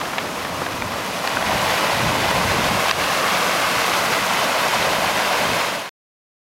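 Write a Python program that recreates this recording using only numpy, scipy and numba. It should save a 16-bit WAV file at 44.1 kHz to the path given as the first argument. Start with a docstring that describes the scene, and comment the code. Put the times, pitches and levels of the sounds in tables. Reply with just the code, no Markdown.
"""Stones knock close to the microphone, over the hiss of backwash on a pebble beach and a far, dull sea.
Then a wave breaks and foams in: large and small bubbles ring, drops splash and foam fizzes over noise.
The surf arrives directly and again off the beach; wind buffets the microphone, in gusts over a breeze.
Stones ring in decaying modes with a rasp of grit. Gain control ducks just after peaks such as the
hardest knock; the treble is cut off at the top, and the sound fades and is cut at the end."""
import sys
import numpy as np
from scipy import signal
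from scipy.fft import rfft, irfft, next_fast_len
from scipy.io import wavfile
from scipy.ndimage import map_coordinates
from numba import njit

SR = 44100
rng = np.random.default_rng(int(sys.argv[2]) if len(sys.argv) > 2 else 0)


def file_out(sig):
    """Save sig as 16-bit WAV at sys.argv[1]."""
    # one column per channel
    cols = np.atleast_2d(sig).T
    # limit, then scale
    lim = np.clip(cols, -1, 1)
    pcm = np.round(lim * 32767).astype(np.int16)
    wavfile.write(sys.argv[1], SR, pcm)


N = 286205
TIME = np.arange(N) / SR
FADE_START_S, FADE_END_S = 5.61, 5.954
STOP_S = 5.893  # silence from here, just before the fade would reach zero


def undb(db):
    """Decibels to gain."""
    return 10 ** (np.asarray(db) / 20)


def unit(x):
    """Scale to rms 1."""
    return x / np.sqrt(np.mean(x ** 2))


def curve(table):
    """The second column of a table, joined by straight lines in time."""
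    s, values = np.transpose(table)
    return np.interp(TIME, s, values)


def colour(x, spectrum):
    """Filter by (f/Hz, level/dB) points, joined by straight lines over log frequency; rms 1."""
    size = next_fast_len(N)
    hz, db = np.transpose(spectrum)
    bins = np.maximum(np.arange(size // 2 + 1) * SR / size, 1)
    gain = undb(np.interp(np.log(bins), np.log(hz), db))
    return unit(irfft(rfft(x, size) * gain, size)[:N])


def walk(rate):
    """Slow chance: random levels, `rate` per second, smoothly joined; spread near 1."""
    levels = rng.standard_normal(4096)
    return map_coordinates(levels, [TIME * rate], order=3, mode="wrap")


def swell(start_s, rise_s):
    """A smooth rise from 0 to 1."""
    return .5 - .5 * np.cos(np.pi * np.clip((TIME - start_s) / rise_s, 0, 1))


def add(out, s, sound):
    """Mix a sound in at time s."""
    i = max(int(s * SR), 0)
    out[i:i + len(sound)] += sound[:N - i]


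# modes of a struck stone: f [multiple of its ring frequency], level/dB
STONE_MODES = [(.41, 1), (.64, -4), (1, 0), (1.13, -7), (1.66, -3)]


def knock(hz, t60, rattle_s, bounce=0.84, scrape_db=-4.0, count=4):
    """One stone strikes another, chatters and scrapes against it; every contact rings the same modes."""
    t = TIME[:SR // 16]
    contacts = rattle_s * (np.arange(count) + rng.uniform(-0.26, 0.28, count)) / count
    contacts[0] = 0
    age = np.maximum(t - contacts[:, None], 0)
    modes = sum(undb(db) * np.sin(2 * np.pi * hz * ratio * age) for ratio, db in STONE_MODES)
    ring = modes * np.exp(-np.log(1000) * age / t60)
    force = np.where(contacts > 0, bounce, 1)
    # grit between the stones rasps for about as long as they rattle
    grit = rng.standard_normal(len(t)) * np.exp(-(t / rattle_s) ** 2)
    # a stone radiates little below its lowest mode or above its highest
    body = signal.butter(3, [.33 * hz, 1.75 * hz], "band", fs=SR, output="sos")
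    struck = unit(signal.sosfilt(body, force @ ring))
    scrape = undb(scrape_db) * unit(signal.sosfilt(body, grit))
    sound = struck + scrape
    return sound * np.sqrt(.006 * SR / np.sum(sound ** 2))  # the energy of 6 ms at rms 1


# stones knocked together by the water near the microphone:
# t/s, level over 6 ms/dB, ring f/Hz, ring time to -60 dB t60/s, rattle length/s
STONE_KNOCKS = [ (0.013, -23.5, 1870, .010, 0.0034), (0.054, -25, 1780, 0.011, 0.0058),
                (0.132, -22, 1400, 0.011, .008), (0.1825, -15.5, 1980, 0.0053, 0.0082),
                (0.449, -22, 1810, 0.025, 0.0028), (0.616, -20, 800, 0.017, 0.0047),
                (0.662, -21, 1650, 0.021, 0.0048), (0.821, -20, 2100, .012, 0.00402),
                (1.2746, -18.5, 2700, 0.0052, 0.00242), (1.3702, -15.5, 830, 0.0099, 0.0026),
                (1.424, -21, 1950, 0.011, 0.00353), (2.883, -18.5, 2600, 0.0066, 0.0038),
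                (2.8945, -17.5, 1900, 0.0088, 0.0026), (2.911, -10.5, 2800, 0.0093, 0.0035),
                (3.039, -22, 2470, .008, 0.0034), (4.129, -18, 2000, 0.012, 0.0093)]


def stones(faintest_db=-45, range_db=6, low_hz=1100, octaves=0.91, count=45):
    """A few hard knocks, and pebbles rolling faintly under the water all the while."""
    out = np.zeros(N)
    for s, db, hz, t60, rattle_s in STONE_KNOCKS:
        add(out, s, undb(db) * knock(hz, t60, rattle_s))
    for when, loud, pitch in rng.random((count, 3)):
        pebble = knock(low_hz * 2 ** (octaves * pitch), t60=0.016, rattle_s=0.0075)
        add(out, when * STOP_S, undb(faintest_db + range_db * loud) * pebble)
    return out


# colour of the distant breakers: f/Hz, relative level per Hz/dB
FAR_SEA_COLOUR = [(15, -48.5), (70, -13), (170, 0), (280, 2.5), (400, -0.5), (600, 3.5), (800, -5),
                  (1150, 2), (1500, -7.5), (3000, -29.5), (12000, -43)]


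def far_sea(db=-30.5, swell_db=1.5):
    """Distant breakers all along the shore blend into a dull roar of noise, its level wavering slightly."""
    return colour(rng.standard_normal(N), FAR_SEA_COLOUR) * undb(db + swell_db * walk(13))


@njit
def ring_grains(start, hz, cycles, size, glide):
    """Add up decaying sines whose pitch rises by the fraction `glide` as they die away."""
    out = np.zeros(N)
    for k in range(len(start)):
        length = int(cycles[k] * SR / hz[k]) + 2
        turn = 2 * np.pi * hz[k] / SR
        pole = np.exp(1j * turn - 5.75 / length)  # falls 50 dB over the length
        bend = np.exp(1j * turn * glide / length)
        z = size[k] + 0j
        for i in range(start[k], min(start[k] + length, N)):
            out[i] += z.imag
            z *= pole
            pole *= bend
    return out


def bubbles(low_hz, high_hz, cycles, spread_db, glide, count, blur_db):
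    """A cloud of ringing bubbles, many faint and a few loud, over the noise blur of countless more."""
    when, pitch, damping, loud, sign = rng.random((count, 5)).T
    hz = low_hz * (high_hz / low_hz) ** pitch
    # small bubbles die sooner, so they start stronger: even energy per Hz
    size = undb(-spread_db * np.log(loud + 1 / 300)) * hz * np.sign(sign - .5)
    start = (when * N).astype(np.int64)
    cloud = unit(ring_grains(start, hz, cycles * (.5 + damping), size, float(glide)))
    return cloud + undb(blur_db) * rng.standard_normal(N)


# churning level: quiet in the backwash, swelling as the wave breaks, held while it runs in
BACKWASH_DB, WAVE_DB = -32, -23
BREAK_S, BREAK_RISE_S = 0.68, 0.97
# splash and fizz relative to the churning; finely broken water makes more of both (dB per dB)
SPLASH_DB, SPLASH_PER_FINENESS = -0.35, 0.15
FIZZ_DB, FIZZ_PER_FINENESS = -8, 0.5
SPRAY_LAG_S = 0.12  # splash and fizz swell a little after the churning
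BACKWASH_FIZZ_DB = 2  # extra fizz of the foam left by the last wave
# how finely the water is broken up: t/s, small over large bubbles, level/dB
WATER_FINENESS = [(0, 0.56), (1.3, 0.8), (2.2, -1.3), (3.0, 1.53), (3.85, 3), (5.05, -0.73), (5.6, 0.2)]
# colours of the four surf layers, each: f/Hz, relative level per Hz/dB
LARGE_COLOUR = [(20, -62.5), (70, -28.5), (130, -11.5), (180, -1.5), (250, -12), (330, -10), (450, -6),
                (630, 1), (800, 1), (1100, -10), (3000, -39)]
SMALL_COLOUR = [(300, -46), (700, -3), (900, -3.5), (1120, 1.5), (1400, -3.5), (1800, -15), (2600, -11.5),
                (6000, -45.5)]
SPLASH_COLOUR = [(600, -28.5), (1300, 1), (2000, 0.5), (2700, -1), (3600, -5), (5000, -10), (6500, -18),
                 (15000, -49)]
FIZZ_COLOUR = [(1500, -14.5), (3200, 0), (4800, 4), (6500, 3), (7800, -0.5), (10000, -1.5), (11700, -1),
               (13500, -5.5), (15700, -9)]


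def surf():
    """Large and small bubbles churn, drops splash and foam fizzes as the wave breaks and runs in."""
    broken = swell(BREAK_S, BREAK_RISE_S)
    late_broken = swell(BREAK_S + SPRAY_LAG_S, BREAK_RISE_S)
    churn_db = BACKWASH_DB + (WAVE_DB - BACKWASH_DB) * broken
    spray_db = (WAVE_DB - BACKWASH_DB) * (late_broken - broken)
    fineness_db = curve(WATER_FINENESS)
    splash_db = SPLASH_DB + SPLASH_PER_FINENESS * fineness_db + spray_db
    left_foam_db = BACKWASH_FIZZ_DB * (1 - broken)
    fizz_db = FIZZ_DB + FIZZ_PER_FINENESS * fineness_db + left_foam_db + spray_db
    surge_db = 0.22 * walk(4.2) + 0.5 * walk(50)  # the front tumbles unevenly, in all sizes at once

    large = bubbles(165.6, 1240, cycles=10.5, spread_db=0.5, glide=0.11, count=7000, blur_db=3.5)
    small = bubbles(599, 2375, cycles=14.3, spread_db=1.5, glide=0.18, count=7000, blur_db=6.5)
    splash = bubbles(890, 8000, cycles=7, spread_db=2.0, glide=0.15, count=26000, blur_db=6.5)
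    fizz = bubbles(3500, 16000, cycles=2.9, spread_db=2.5, glide=.1, count=50000, blur_db=3.5)

    # the churning shifts between the two sizes at constant power
    small_share = 1 / (1 + undb(-2.2 * fineness_db + 2.0))
    # the finer the water is broken up, the higher the small bubbles ring
    pitch = 2 ** (.06 * (fineness_db - 2.5))
    small = colour(small, SMALL_COLOUR)
    small = np.interp(np.cumsum(pitch), np.arange(N), small, period=N)
    small = small * np.sqrt(small_share) * undb(.5 + 0.31 * walk(32))
    large = colour(large, LARGE_COLOUR) * np.sqrt(1 - small_share) * undb(0.35 + 0.91 * walk(35))
    splash = colour(splash, SPLASH_COLOUR) * undb(splash_db + 0.64 * walk(30))
    fizz = colour(fizz, FIZZ_COLOUR) * undb(fizz_db + .25 * walk(39))
    return (large + small + splash + fizz) * undb(churn_db + surge_db)


ECHO_START, ECHO_FULL, ECHO_FULL_S = 0.049, 0.22, 2.3  # strengths 0-1, and when it is full
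# how much later the surf reaches the microphone off the beach: t/s, lag/ms
BEACH_ECHO_LAG = [(1.4, 2.02), (2.3, 1.98), (3.2, 1.79), (4.2, 1.99), (5.2, 1.91)]


def off_the_beach(x, dull_hz=3800):
    """The surf arrives twice, which hollows its sound; rough stones scatter the treble of the echo."""
    lag_ms = curve(BEACH_ECHO_LAG)
    strength = np.interp(TIME, [0, ECHO_FULL_S], [ECHO_START, ECHO_FULL])
    smooth = signal.sosfiltfilt(signal.butter(1, dull_hz, fs=SR, output="sos"), x)
    echo = np.interp(TIME - lag_ms / 1000, TIME, smooth)
    return (x + strength * echo) / np.sqrt(1 + strength ** 2)


BREEZE_DB, FLURRY_DB, FLURRIES_PER_S = -43, 2, 26
# gusts on the microphone: peak t/s, buffeting level/dB, length/s
WIND_GUSTS = [(0.56, -37, 0.16), (0.82, -32, 0.16), (1.57, -32, 0.26), (2.101, -26, 0.23),
              (2.431, -26.5, 0.26), (2.68, -24, 0.16), (2.98, -33, 0.12), (4.05, -45.5, 0.3),
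              (4.93, -37, 0.25), (5.49, -30.5, 0.12)]
# colour of the buffeting: f/Hz, relative level per Hz/dB
BUFFET_COLOUR = [(8, -64.5), (22, -30.5), (35, -13), (55, -8.5), (110, -1.5), (170, -5.5), (260, -6.5),
                 (400, -16.5), (900, -49)]


def wind():
    """Eddies thump on the microphone in flurries; gusts swell, die and add their power to the breeze."""
    power = undb(BREEZE_DB) ** 2
    for s, db, length_s in WIND_GUSTS:
        power = power + undb(db) ** 2 * np.exp(-(2 * (TIME - s) / length_s) ** 2)
    buffeting = colour(rng.standard_normal(N), BUFFET_COLOUR)
    return buffeting * np.sqrt(power) * undb(FLURRY_DB * walk(FLURRIES_PER_S))


def scene():
    """Everything at one microphone, the same in both ears."""
    sound = stones() + far_sea() + off_the_beach(surf()) + wind()
    return np.array([sound, sound])


@njit
def follow(x, attack_s, release_s):
    """Level detector that rises fast and falls slowly."""
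    out, e = np.empty(len(x)), 0.
    for i in range(len(x)):
        e += (x[i] - e) / (SR * (attack_s if x[i] > e else release_s))
        out[i] = e
    return out


TOP_HZ = 15800  # little treble passes above this


def record(dry, threshold_db=-10, attack_s=0.0003, release_s=0.11, ceiling=1.0):
    """Gain control ducks just after loud peaks, the hardest are rounded off; the end is faded and cut."""
    level = follow(np.abs(dry[0]), attack_s, release_s)
    late = np.interp(TIME - .0016, TIME, level)  # the gain reacts 1.6 ms late
    held = dry / np.maximum(late / undb(threshold_db), 1)
    rounded = held / (1 + (held / ceiling) ** 4) ** (1 / 4)
    fade = np.interp(TIME, [FADE_START_S, FADE_END_S], [1, 0]) * (TIME < STOP_S)
    return signal.sosfilt(signal.ellip(12, .1, 80, TOP_HZ, fs=SR, output="sos"), rounded * fade)


dry = scene()
out = record(dry)
file_out(out)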